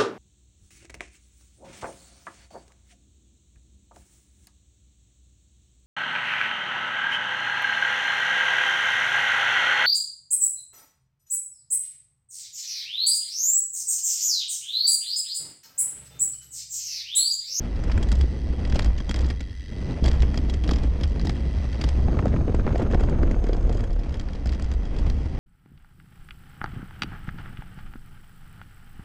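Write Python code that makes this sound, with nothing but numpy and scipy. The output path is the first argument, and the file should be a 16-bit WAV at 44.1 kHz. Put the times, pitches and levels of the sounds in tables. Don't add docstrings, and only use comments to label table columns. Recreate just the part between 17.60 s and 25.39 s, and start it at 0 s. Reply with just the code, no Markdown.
import sys
import numpy as np
from scipy import signal
from scipy.fft import rfft, irfft
from scipy.io import wavfile
from scipy.ndimage import uniform_filter1d

SR = 44100
rng = np.random.default_rng(int(sys.argv[2]) if len(sys.argv) > 2 else 0)


def store_wav(level_fs):
    pcm = np.round(np.clip(np.atleast_2d(level_fs), -1, 1) * 32767)
    wavfile.write(sys.argv[1], SR, pcm.T.astype(np.int16))


N = 343539
T = np.arange(N) / SR

LIFT_S, FRONT_DOWN_S, REAR_DOWN_S = 1.706, 2.13, 2.42

# time_s, teeth_per_s
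RATCHET_RATE = [(0, 108), (.35, 116), (.9, 110), (1.15, 88), (1.95, 89), (2.15, 100), (2.38, 89), (2.9, 98),
                (3.55, 92), (3.75, 103), (4.2, 109), (6.6, 105), (7.1, 94), (7.79, 92)]
# time_s, click_db, shell_db
HUB_LEVELS = [(0, -58.5, -57), (.63, -53.5, -54.5), (1, -56, -56.5), (1.85, -55.5, -55), (2.3, -52, -52.5),
              (2.85, -56.5, -54), (3.3, -58.5, -60), (3.6, -55, -55), (4.2, -51, -53), (4.55, -56.5, -56.5),
              (4.8, -57.5, -80), (6, -75, -84), (6.45, -65, -75), (6.9, -62, -59), (7.79, -61, -59)]
# time_s, roar_db, grit_db
TYRE_LEVELS = [(0, -34, -44.5), (.4, -32, -43.5), (.8, -33.5, -48.5), (1.19, -33.5, -41.5),
               (1.38, -39.5, -49.5), (1.65, -35, -44), (2.15, -35.5, -50), (2.31, -29, -43),
               (2.395, -35, -43.5), (2.45, -32.5, -46), (2.55, -38.5, -44), (2.64, -30, -44.5),
               (2.95, -34, -48), (3.12, -33, -44.5), (3.4, -34, -44.5), (3.7, -30, -48),
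               (3.97, -36.5, -45.5), (4.4, -34.5, -45), (6.55, -39.5, -48.5), (7.2, -36.5, -46.5),
               (7.45, -32.5, -43), (7.7, -35.5, -48), (7.765, -31, -43.5)]
# time_s, level_db
SWAY_LEVELS = [(0, -33), (.26, -24.5), (.55, -24), (.8, -35), (1.15, -23.5), (1.4, -33), (1.63, -18.5),
               (2.03, -48.5), (2.3, -28), (2.39, -36), (2.45, -23.5), (2.85, -28.5), (3.15, -25),
               (3.95, -32.5), (4.7, -25), (5.45, -22.5), (6.1, -24), (6.78, -30), (7.55, -22.5),
               (7.79, -31)]
# start_s, rise_s, clash_db, knock_db, sparkle_db
SLAPS = [(0.156, 0.0044, -38.5, -42, -64.5), (0.237, 0.0019, -32, -27.5, -45.5),
         (0.295, 0.0051, -42, -28, -62), (0.3148, 0.0026, -28, -44, -59),
         (0.376, 0.0019, -33.5, -23.5, -43.5), (0.4259, 0.0035, -26, -26, -41.5),
         (0.486, 0.002, -29, -34, -46), (0.5164, 0.0012, -22.5, -28, -36),
         (0.6098, 0.0012, -22.5, -30, -51), (1.05, 0.0014, -28.5, -51, -60),
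         (1.0976, 0.0014, -31, -38, -47), (1.123, 0.0012, -25.5, -48, -48.5),
         (1.1452, 0.0017, -28, -38, -41), (1.1563, 0.0019, -22, -19.5, -42),
         (1.1918, 0.00073, -17.5, -22, -34), (1.2207, 0.0023, -26, -29, -49),
         (1.2446, 0.0011, -24.5, -28, -40), (1.2589, 0.0024, -30, -26.5, -50),
         (1.379, 0.0028, -29.5, -32, -50), (1.4025, 0.001, -30, -26, -58), (1.493, 0.0013, -21, -23.5, -38),
         (1.5087, 0.0028, -27.5, -28, -43), (1.5428, 0.0011, -24, -24.5, -48),
         (1.5598, 0.0022, -24.5, -31, -40), (1.5893, 0.0013, -25.5, -30, -43),
         (1.607, 0.0017, -32, -35, -48), (1.644, 0.0013, -26.5, -31, -60), (1.6874, 0.0008, -33, -36, -49),
         (1.7, 0.0019, -24.5, -25, -60), (1.8054, 0.0017, -25.5, -29.5, -44.5),
         (2.4383, 0.0027, -22.5, -23, -41), (2.449, 0.0042, -29, -20.5, -52),
         (2.4584, 0.0013, -19, -21, -34), (2.4717, 0.005, -31, -29, -51), (2.4799, 0.0029, -23, -20, -41),
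         (2.514, 0.0011, -26, -30, -47), (2.603, 0.0012, -28, -31, -51), (2.6211, 0.0014, -23.5, -34, -41),
         (2.6312, 0.0008, -42, -24, -60), (2.7421, 0.0011, -28.5, -24.5, -53),
         (2.756, 0.0025, -33, -32, -56), (2.7745, 0.0016, -20.5, -23.5, -41),
         (2.8959, 0.0025, -24, -24, -42), (2.9369, 0.0029, -28, -30, -45), (3.0379, 0.0013, -26, -30, -49),
         (3.0764, 0.0017, -23, -23, -53), (3.089, 0.0014, -20, -18.5, -50), (3.1103, 0.0023, -19, -16, -46),
         (3.1324, 0.003, -25, -24.5, -44), (3.1584, 0.0019, -27, -28, -49),
         (3.184, 0.0014, -29.5, -33, -55), (3.2338, 0.0012, -33, -32, -49),
         (3.4106, 0.0017, -29.5, -24, -60), (3.4332, 0.0028, -22.5, -28.5, -59),
         (3.596, 0.00078, -26.5, -28, -54), (3.6125, 0.0015, -28, -32, -58),
         (3.6484, 0.0041, -29.5, -23.5, -47), (3.6702, 0.0013, -21.5, -24.5, -54),
         (3.6935, 0.001, -21.5, -21.5, -51), (4.1284, 0.0015, -30, -36, -61),
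         (4.2122, 0.0029, -22, -26, -47), (4.2391, 0.0018, -19.5, -17.5, -47),
         (4.287, 0.0021, -26, -32, -41), (4.428, 0.0007, -45, -38, -55), (4.6556, 0.0009, -36, -27.5, -46),
         (4.6784, 0.003, -37, -32, -56), (4.762, 0.0005, -38, -25.5, -69), (4.946, 0.0015, -33.5, -25, -45),
         (5.155, 0.0026, -34, -25, -59), (5.1774, 0.0024, -35, -42, -47), (5.1964, 0.0022, -35, -30, -53),
         (5.22, 0.0035, -34, -31, -52), (5.3108, 0.0022, -38, -28, -52), (5.324, 0.0009, -30.5, -34, -52),
         (5.3442, 0.0014, -29.5, -22, -49), (5.397, 0.0012, -37, -31, -50), (5.404, 0.0026, -35, -29, -48),
         (5.433, 0.0019, -34, -24, -51), (5.495, 0.0013, -35.5, -30, -48.5),
         (5.6274, 0.0024, -35.5, -34, -49), (5.7114, 0.0015, -29.5, -23.5, -45),
         (5.7433, 0.00062, -46, -26, -73), (5.8397, 0.0014, -34, -37, -50), (5.8672, 0.0013, -38, -27, -51),
         (5.886, 0.0022, -34.5, -34, -52), (5.9308, 0.0017, -30, -37, -57), (5.964, 0.0024, -38, -34, -53),
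         (6.093, 0.0019, -31.5, -31, -52), (6.125, 0.0017, -34, -36, -47), (6.144, 0.0035, -38, -31, -54),
         (6.171, 0.0024, -35, -35, -50), (6.1918, 0.0008, -38, -40, -54), (6.2058, 0.0017, -37, -34, -51),
         (6.2374, 0.0026, -34.5, -28.5, -51), (6.3057, 0.0012, -37, -36, -57),
         (6.3295, 0.0017, -38, -41, -53), (6.3896, 0.0035, -39, -38, -65),
         (6.4344, 0.00099, -37.5, -47, -62), (6.4922, 0.0014, -37, -39, -58),
         (6.5236, 0.0019, -44, -45, -58), (6.541, 0.0015, -30, -32, -54),
         (6.5962, 0.0011, -28, -27.5, -42.5), (6.6144, 0.0009, -41, -37, -58),
         (6.6857, 0.0012, -36, -33, -67), (6.732, 0.0013, -35, -45, -53), (6.749, 0.002, -34, -31, -63),
         (6.857, 0.0017, -32, -24, -47), (6.8708, 0.0015, -31, -35, -47), (6.8916, 0.0015, -32, -40, -54),
         (6.9198, 0.0012, -34, -41, -49), (6.9324, 0.0014, -34, -40, -52), (6.948, 0.0012, -35, -35, -53),
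         (6.9956, 0.0013, -38, -29.5, -51), (7.0227, 0.0011, -33, -32, -43),
         (7.0423, 0.0021, -35.5, -29, -50), (7.115, 0.0014, -28, -31.5, -48),
         (7.1369, 0.0012, -37, -41, -49), (7.2517, 0.0024, -38.5, -39, -58),
         (7.3648, 0.0011, -34, -35, -54), (7.386, 0.0013, -30.5, -34, -48), (7.465, 0.0014, -34, -39, -57),
         (7.4982, 0.0015, -27, -26, -59)]
# start_s, length_s, boom_db, rattle_db
BUMPS = [(0.277, 0.088, -15, -47), (0.474, 0.0905, -17, -32), (0.571, 0.062, -13, -42),
         (1.03, 0.15, -24, -36.5), (1.247, 0.072, -15, -66), (1.534, 0.14, -17, -38),
         (2.413, 0.068, -19, -28), (2.488, 0.058, -14, -55), (2.586, 0.069, -13, -48),
         (2.773, 0.24, -20.5, -58), (3.078, 0.045, -21.5, -40), (3.172, 0.12, -22.5, -51),
         (3.421, 0.04, -19, -30.5), (3.58, 0.17, -21.5, -44), (3.776, 0.39, -22.5, -65),
         (4.234, 0.24, -17, -57), (4.551, 0.082, -21.5, -55), (4.69, 0.039, -22, -57),
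         (5.114, 0.038, -22.5, -34), (5.321, 0.13, -19.5, -41.5), (5.573, .07, -20, -54),
         (6.019, 0.065, -19, -55), (6.471, 0.071, -22.5, -55), (6.844, 0.095, -19, -49),
         (7.01, 0.17, -20, -56), (7.365, 0.26, -24, -49)]
# start_s, level_db
WHEEL_BLOWS = [(0.902, -17.5), (1.135, -11.5), (1.287, -23), (2.424, -10), (2.44, -23), (2.499, -18),
               (2.606, -12.5), (2.63, -23), (2.795, -18), (3.088, -16), (3.124, -18), (3.634, -22),
               (4.4, -21)]
# time_s, roar_db, flutter_db
GUST = [(4.33, -29.5, -51), (4.66, -26.5, -47), (4.85, -30, -50), (5.17, -30, -34.5), (5.6, -27, -41.5),
        (5.8, -34.5, -41.5), (6.1, -31, -41), (6.3, -35.5, -43.5), (6.45, -49, -50)]
# time_s, crack_db, thud_db
BUFFETS = [(4.484, -27, -17.5), (4.53, -31, -25.5), (4.545, -29.5, -25), (4.571, -27, -22.5),
           (4.591, -21, -26), (4.6, -35, -32), (4.626, -30, -25), (4.657, -29, -16), (4.669, -26, -20),
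           (4.721, -32, -30), (4.731, -29, -30), (4.741, -27, -18.5), (4.764, -29, -34),
           (4.811, -35, -28.5), (4.88, -23, -18), (4.896, -31, -21), (4.945, -29, -14.5),
           (4.989, -37, -23.5), (4.997, -26.5, -22), (5.067, -16.5, -19), (5.078, -19.5, -19),
           (5.106, -28, -30), (5.147, -35, -21.5), (5.159, -26, -16.5), (5.198, -35, -18.5),
           (5.211, -26, -29), (5.219, -24, -22), (5.228, -35, -19), (5.264, -34, -26), (5.311, -31, -23.5),
           (5.336, -19, -17), (5.347, -34, -23), (5.353, -34, -19), (5.411, -29, -21.5), (5.438, -30, -24),
           (5.488, -30, -39), (5.527, -30, -21.5), (5.591, -39, -28), (5.633, -22.5, -17.5),
           (5.714, -24, -19), (5.842, -31, -23), (5.894, -28, -18), (5.931, -29, -20.5),
           (6.068, -31, -27.5), (6.096, -32, -21), (6.118, -39, -29), (6.153, -33, -23.5)]
# time_s, planks_per_s, level_db
PLANKS = [(5.55, 34.3, -20), (6.06, 40, -23), (6.4, 37, -24.5), (6.75, 43, -44), (6.9, 40, -32.5),
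          (7.03, 46, -42), (7.18, 38, -30), (7.3, 52, -37), (7.7, 30, -44)]

# freq_hz, density_db
PAWL_SPECTRUM = [(600, -44.5), (1300, -9), (2300, -2.5), (3000, -1), (3550, -9), (4300, -4), (5200, -5),
                 (5750, -8.5), (6400, -19.5), (6900, -32.5), (8600, -19.5), (9450, -43), (11800, -35),
                 (14000, -62)]
CARCASS_SPECTRUM = [(40, -31.5), (75, 0), (100, 3), (140, 1), (200, -1.5), (300, -5.5), (450, -15),
                    (700, -29.5), (1200, -42.5), (3000, -62), (10000, -103)]
GRIT_SPECTRUM = [(200, -18), (500, 10), (800, 3), (1200, -2.5), (1700, -6.5), (2600, -8), (4000, -18.5),
                 (6000, -19), (7000, -28), (9500, -30.5), (14000, -87)]
SWAY_SPECTRUM = [(4, 1.5), (14, -12), (25, 1.5), (38, 3.5), (50, 1.5), (75, -12), (120, -15), (300, -81),
                 (1500, -100)]
# freq_hz, density_db
CLASH_SPECTRUM = [(400, -41), (900, 7), (1500, 13), (2300, 11.5), (3000, 5.5), (3600, 4), (4400, 1),
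                  (5300, 3.5), (6100, -6), (7200, -12), (8200, -6.5), (9500, -15.5), (12000, -30.5),
                  (14000, -60)]
KNOCK_SPECTRUM = [(60, -21.5), (200, 14.5), (400, -2.5), (600, 3), (850, -4), (1300, 0), (1800, 0),
                  (2600, -7), (5000, -45), (12000, -78.5)]
SPARKLE_SPECTRUM = [(2500, -70.5), (5800, -16.5), (6700, -6.5), (7800, -2), (8700, -10), (10500, -23),
                    (11700, -24), (14000, -55)]
# freq_hz, density_db
ROAR_SPECTRUM = [(30, -16.5), (85, 9.5), (150, 3), (300, -2.5), (520, -13.5), (750, -18.5), (1100, -24),
                 (2000, -39), (5000, -65), (12000, -100)]
FLUTTER_SPECTRUM = [(150, -37), (350, 5), (560, 5), (850, -9.5), (1400, -10.5), (2200, -17), (3300, -23),
                    (5000, -31.5), (9000, -46), (14000, -66)]
THUD_SPECTRUM = [(30, -44), (120, 3.5), (350, 7), (600, 3.5), (900, -6.5), (1600, -37.5), (4000, -79),
                 (12000, -101)]
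CRACK_SPECTRUM = [(200, -6.5), (520, 7.5), (800, 7.5), (1300, 0), (2100, -8), (3200, -20.5), (4500, -27),
                  (9000, -43), (14000, -87)]
HISS_SPECTRUM = [(2500, -26), (4800, -2), (5700, -12), (6400, 8), (7300, -15), (8200, -1), (9500, -26),
                 (11000, -6.5), (14000, -31)]

# centre_hz, width_hz, boost_db
HUB_PEAKS = [(3700, 200, 4.4), (3890, 250, 5), (4640, 160, 2.6), (5900, 150, 4.1), (7250, 200, 8.2),
             (8000, 250, 11), (9800, 230, 4.1), (10800, 150, 18)]
FRAME_PEAKS = [(1880, 150, 4), (3280, 70, 11), (4000, 300, 3), (4670, 160, 8), (5050, 160, 5),
               (6020, 100, 5), (7050, 400, 5), (7950, 200, 4), (11950, 360, 11.5)]
# pitch_hz, width_hz, level_db
SHELL_MODES = [(1905, 70, 3.5), (1995, 45, 6), (2230, 70, -10), (2725, 50, -10), (3265, 40, 1),
               (4005, 60, -10), (4535, 45, -5), (4870, 60, -9), (5100, 60, -9), (6010, 38, -6),
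               (8850, 110, -18)]
SUSPENSION_MODES = [(61.4, 14, 3), (149, 68, -3), (220, 95, 3.5), (410, 89, -5.5)]
PLANK_MODES = [(330, 64, 1), (459, 96, 7), (590, 210, -26), (700, 14, -10)]


def amp(db):
    return np.exp(np.asarray(db) * (np.log(10) / 20))


def unit(x):
    return x / np.sqrt(np.mean(x ** 2) + 1e-20)


def peaked(x, size=176):
    return x / np.sqrt(uniform_filter1d(x ** 2, size).max() + 1e-20)


def steadied(x, window_s):
    power = signal.fftconvolve(x ** 2, np.hanning(int(window_s * SR)), "same")
    return unit(x / np.sqrt(abs(power) + 1e-12))


def curve(rows, column=1):
    rows = np.asarray(rows)
    return np.interp(T, rows[:, 0], rows[:, column])


def during(rows, fade_s=0.089):
    return np.clip(np.minimum(T - rows[0][0], rows[-1][0] - T) / fade_s, 0, 1)


def wander(cutoff_hz, size=8192):
    freq_hz = np.fft.rfftfreq(size, T[-1] / size)
    slow = irfft(rfft(rng.standard_normal(size)) * np.exp(-(freq_hz / cutoff_hz) ** 2))
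    return np.interp(T, np.linspace(0, T[-1], size), unit(slow))


def ticks(count):
    return np.diff(np.floor(count), prepend=0).clip(0, 1)


def swell(t, peak_s):
    return t / peak_s * np.exp(1 - t / peak_s)


def ringing(modes, t):
    return sum(amp(db) * np.exp(-np.pi * width_hz * t) * np.sin(2 * np.pi * hz * t)
               for hz, width_hz, db in modes)


def colour(spectrum, peaks=(), size=4096):
    freq_hz = np.fft.rfftfreq(size, 1 / SR)
    hz, db = np.transpose(spectrum)
    db = np.interp(np.log(freq_hz + 1), np.log(hz + 1), db)
    for centre_hz, width_hz, boost_db in peaks:
        detune = 2 * (freq_hz - centre_hz) / width_hz
        db = db + 10 * np.log10(1 + (amp(boost_db) ** 2 - 1) / (1 + detune ** 2))
    cepstrum = irfft(np.log(amp(np.maximum(db, -100))))
    cepstrum[1:size // 2] *= 2
    cepstrum[size // 2 + 1:] = 0
    return irfft(np.exp(rfft(cepstrum)))


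def through(x, response):
    return signal.oaconvolve(x, response)[:len(x)]


def tinted(x, response):
    return through(x, response / np.linalg.norm(response))


def add(mix, start_s, sound):
    part = mix[max(round(start_s * SR), 0):][:len(sound)]
    part += sound[:len(part)]


def airborne(down_s, lift_fade_s=0.2, land_fade_s=0.063):
    return np.clip(np.minimum((T - LIFT_S) / lift_fade_s, (down_s - T) / land_fade_s), 0, 1)


def jolts(column, rise_s=0.024, fall_s=0.032):
    out, t = np.zeros(N), T[:SR]
    for row in BUMPS:
        start_s, length_s = row[:2]
        decay = np.exp(-np.maximum(t - length_s, 0) / fall_s)
        add(out, start_s, amp(row[column]) * np.minimum(t / rise_s, 1) * decay)
    return out


def swinging(flight_s=0.017):
    off = np.zeros(N)
    for start_s, *_ in SLAPS:
        add(off, start_s - flight_s, np.ones(int(flight_s * SR)))
    return off.clip(0, 1)


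def freehub(click_db=-3, lag_teeth=0.13, hush_at_s=2.392, hush_width_s=0.014, hush_db=-15):
    t = T[:4000]
    teeth = np.cumsum(curve(RATCHET_RATE)) / SR + 0.04 * wander(50)
    second_pawl = ticks(teeth - lag_teeth * (1 + 0.53 * wander(40)))
    drops = (ticks(teeth) + amp(-3) * second_pawl) * amp(1.5 * wander(74))
    chatter = through(drops, swell(t, peak_s=0.0013)) * rng.standard_normal(N)
    clicks = through(drops + amp(-6) * chatter, colour(PAWL_SPECTRUM, HUB_PEAKS))
    clicks = amp(curve(HUB_LEVELS) + click_db) * steadied(clicks, window_s=0.4)
    strikes = drops + amp(-30) * chatter
    shell = sum(amp(2 * wander(5)) * through(strikes, ringing(modes, t))
                for modes in (SHELL_MODES[::2], SHELL_MODES[1::2]))
    shell = amp(curve(HUB_LEVELS, column=2)) * steadied(shell, window_s=0.08)
    touchdown_dip = amp(hush_db * np.exp(-((T - hush_at_s) / hush_width_s) ** 2))
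    return touchdown_dip * (clicks + shell)


def tyres(grit_db=-1, stones_per_s=500, air_roar_db=-11, air_grit_db=-16, in_gust_db=-5, bump_db=3):
    lumps = amp(1.5 * wander(87))
    roar = steadied(through(rng.standard_normal(N) * lumps, colour(CARCASS_SPECTRUM)), window_s=0.061)
    sizes = amp(1.5 * np.minimum(rng.exponential(1, N), 5)) * rng.choice([-1, 1], N)
    stones = unit(sizes * (rng.random(N) < stones_per_s / SR))
    sand = rng.standard_normal(N)
    faint_peaks = [(hz, width_hz, 0.1 * db) for hz, width_hz, db in FRAME_PEAKS]
    grit = unit(through((sand + amp(-2) * stones) * lumps, colour(GRIT_SPECTRUM, faint_peaks)))
    in_air = airborne(FRONT_DOWN_S)
    roar *= amp(curve(TYRE_LEVELS) + air_roar_db * in_air)
    grit *= amp(curve(TYRE_LEVELS, column=2) + grit_db + air_grit_db * in_air)
    bumps = jolts(column=2)
    ruts_db = 2 * wander(23)
    return (roar + grit) * amp(in_gust_db * during(GUST) + ruts_db + bump_db * bumps / bumps.max())


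def frame_boom(unloaded_hz=65.32, sag=0.06954, boom_db=-4, rolling_db=-29.5, air_db=-5, planks_db=-7):
    bumps = jolts(column=2)
    pitch_hz = unloaded_hz * (1 - sag * bumps / bumps.max())
    cycles = np.cumsum(pitch_hz) / SR + 0.16 * wander(13.5)
    throb = wander(25.5).clip(-3, 1)
    duck_db = air_db * airborne(REAR_DOWN_S) + planks_db * during(PLANKS)
    rolling_drive = amp(rolling_db + duck_db + 4.5 * throb)
    bump_drive = amp(boom_db + throb) * bumps
    boom = np.hypot(rolling_drive, bump_drive) * unit(np.sin(2 * np.pi * cycles))
    sway = steadied(through(rng.standard_normal(N), colour(SWAY_SPECTRUM, size=16384)), window_s=0.077)
    lurch_db = 2.5 * wander(4.2)
    return boom + amp(curve(SWAY_LEVELS) + lurch_db) * sway


def chain_slaps(link_spread_db=4, tail_s=0.005, rebound_s=0.0008, knock_fall_s=0.0034, size=4000):
    out, t = np.zeros(N), T[:size]
    dull, bright = colour(KNOCK_SPECTRUM), colour(SPARKLE_SPECTRUM)
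    for start_s, rise_s, clash_db, knock_db, sparkle_db in SLAPS:
        links = rng.standard_normal(size) * amp(link_spread_db * rng.standard_normal(size))
        links *= rng.random(size) < 0.4
        peaks = [(hz * rng.uniform(0.98, 1.02), width_hz, db + 4 * rng.uniform(-1, 1))
                 for hz, width_hz, db in FRAME_PEAKS]
        metal = colour(CLASH_SPECTRUM, peaks)
        rebound = amp(-13) * np.exp(-((t - rng.uniform(0.003, 0.012)) / rebound_s) ** 2)
        landing = links * (swell(t, rise_s) + amp(-21) * np.exp(-t / tail_s) + rebound)
        push = links * np.minimum(t / rise_s, 1) * np.exp(-t / knock_fall_s)
        add(out, start_s, amp(clash_db - 8) * peaked(through(landing, metal)))
        add(out, start_s, amp(knock_db - 6) * peaked(through(push, dull)))
        add(out, start_s, amp(sparkle_db - 4) * peaked(through(landing, bright)))
    return out


def carcass_thumps(gain_db=-6, rise_s=0.0031, fall_s=0.011, size=5000):
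    out, t = np.zeros(N), T[:size]
    carcass = colour(CARCASS_SPECTRUM)
    for start_s, _, _, knock_db, _ in SLAPS:
        kick = rng.standard_normal(size) * (1 - np.exp(-t / rise_s)) * np.exp(-t / fall_s)
        add(out, start_s, amp(knock_db + gain_db) * peaked(through(kick, carcass)))
    return out


def slack_links(gain_db=-18, touches_per_s=900, spread_db=6, settle_s=0.012):
    motion, t = np.zeros(N), T[:8000]
    for start_s, _, clash_db, *_ in SLAPS:
        add(motion, start_s, amp(clash_db) * np.exp(-t / settle_s))
    touches = rng.standard_normal(N) * amp(spread_db * rng.standard_normal(N))
    touches *= rng.random(N) < touches_per_s / SR
    return amp(gain_db) * motion * unit(through(touches, colour(CLASH_SPECTRUM, FRAME_PEAKS)))


def chain_rattle(bounce_hz=44, planks_db=-49, link_spread_db=4, rise_s=0.0014, fall_s=0.0026):
    t = T[:2000]
    bounces = ticks(np.cumsum(np.full(N, bounce_hz / SR)) + 0.28 * wander(25))
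    force = np.hypot(jolts(column=3), amp(planks_db) * during(PLANKS))
    force *= amp(4 * wander(70).clip(-2.5, 1.5))
    contact = (1 - np.exp(-t / rise_s)) * np.exp(-t / fall_s)
    envelope = through(bounces * force * (1 - swinging()), contact)
    links = rng.standard_normal(N) * amp(link_spread_db * rng.standard_normal(N))
    landing = envelope * unit(links * (rng.random(N) < 0.4))
    clash = amp(2) * tinted(landing, colour(CLASH_SPECTRUM, FRAME_PEAKS))
    knock = amp(5) * tinted(landing, colour(KNOCK_SPECTRUM))
    sparkle = amp(-9) * tinted(landing, colour(SPARKLE_SPECTRUM))
    return clash + knock + sparkle


def wheel_blows(contact_s=0.0023):
    out, t = np.zeros(N), T[:9000]
    push = np.sin(np.pi * np.minimum(t / contact_s, 1))
    thud = peaked(through(push, ringing(SUSPENSION_MODES, t)))
    for start_s, level_db in WHEEL_BLOWS:
        add(out, start_s, amp(level_db) * thud)
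    return out


def wind(roar_db=2, flutter_db=-1, crackles_per_s=2500, hiss_db=-67, hiss_fade_s=0.24):
    eddies = wander(65).clip(-2, 1.5)
    lulls = amp(2.2 * wander(29).clip(-2.5, 1))
    roar = through(rng.standard_normal(N) * amp(1.5 * eddies), colour(ROAR_SPECTRUM))
    roar = amp(curve(GUST) + roar_db) * steadied(roar, window_s=0.13)
    crackles = rng.standard_normal(N).clip(-2, 2) * (rng.random(N) < crackles_per_s / SR)
    flutter = through(crackles * amp(5.5 * eddies), colour(FLUTTER_SPECTRUM))
    flutter = amp(curve(GUST, column=2) + flutter_db) * steadied(flutter, window_s=0.063)
    hiss_envelope = np.clip((GUST[-1][0] - T) / hiss_fade_s, 0, 1) * amp(2 * wander(31))
    hiss_colour = colour(HISS_SPECTRUM, peaks=[(6300, 910, 4.1)])
    hiss = amp(hiss_db) * hiss_envelope * unit(through(rng.standard_normal(N), hiss_colour))
    return during(GUST) * (lulls * (roar + flutter) + hiss)


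def buffets(swirl_gain=0.22, swirl_s=0.0035, lead_s=0.00074, size=3000):
    out, t = np.zeros(N), T[:size]
    thud, crack = colour(THUD_SPECTRUM), colour(CRACK_SPECTRUM)
    for time_s, crack_db, thud_db in BUFFETS:
        impulse = (t == 0) * rng.choice([-1, 1])
        push = impulse + swirl_gain * rng.standard_normal(size) * np.exp(-t / swirl_s)
        add(out, time_s - lead_s, amp(thud_db - 1.5) * peaked(through(push, thud)))
        add(out, time_s - lead_s, amp(crack_db - 3) * peaked(through(push, crack)))
    return out


def boardwalk(gain_db=-1, octave_db=-13, knock_db=-17, knock_spread_db=7):
    passed = np.cumsum(curve(PLANKS)) / SR + 0.0514 * wander(17.3)
    drum = unit(np.sin(2 * np.pi * passed) + amp(octave_db) * np.sin(4 * np.pi * passed))
    edges = ticks(passed) * amp(knock_spread_db * wander(40).clip(-2, 1.5))
    knocks = amp(knock_db) * unit(through(edges, ringing(PLANK_MODES, T[:3000])))
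    return amp(curve(PLANKS, column=2) + gain_db) * during(PLANKS) * (drum + knocks)


def scene():
    wheels = freehub() + tyres() + carcass_thumps() + wheel_blows()
    chain = chain_slaps() + chain_rattle() + slack_links()
    return (wheels + chain + frame_boom() + boardwalk() + wind() + buffets())[None]


def record(dry, ceiling=0.34, cutoff_hz=13300):
    rounded = dry / (1 + (dry / ceiling) ** 4) ** (1 / 4)
    lowpass = signal.firwin(255, cutoff_hz, window=("kaiser", 9), fs=SR)
    return signal.oaconvolve(rounded, lowpass[None], "same")


dry = scene()
out = record(dry)
store_wav(out)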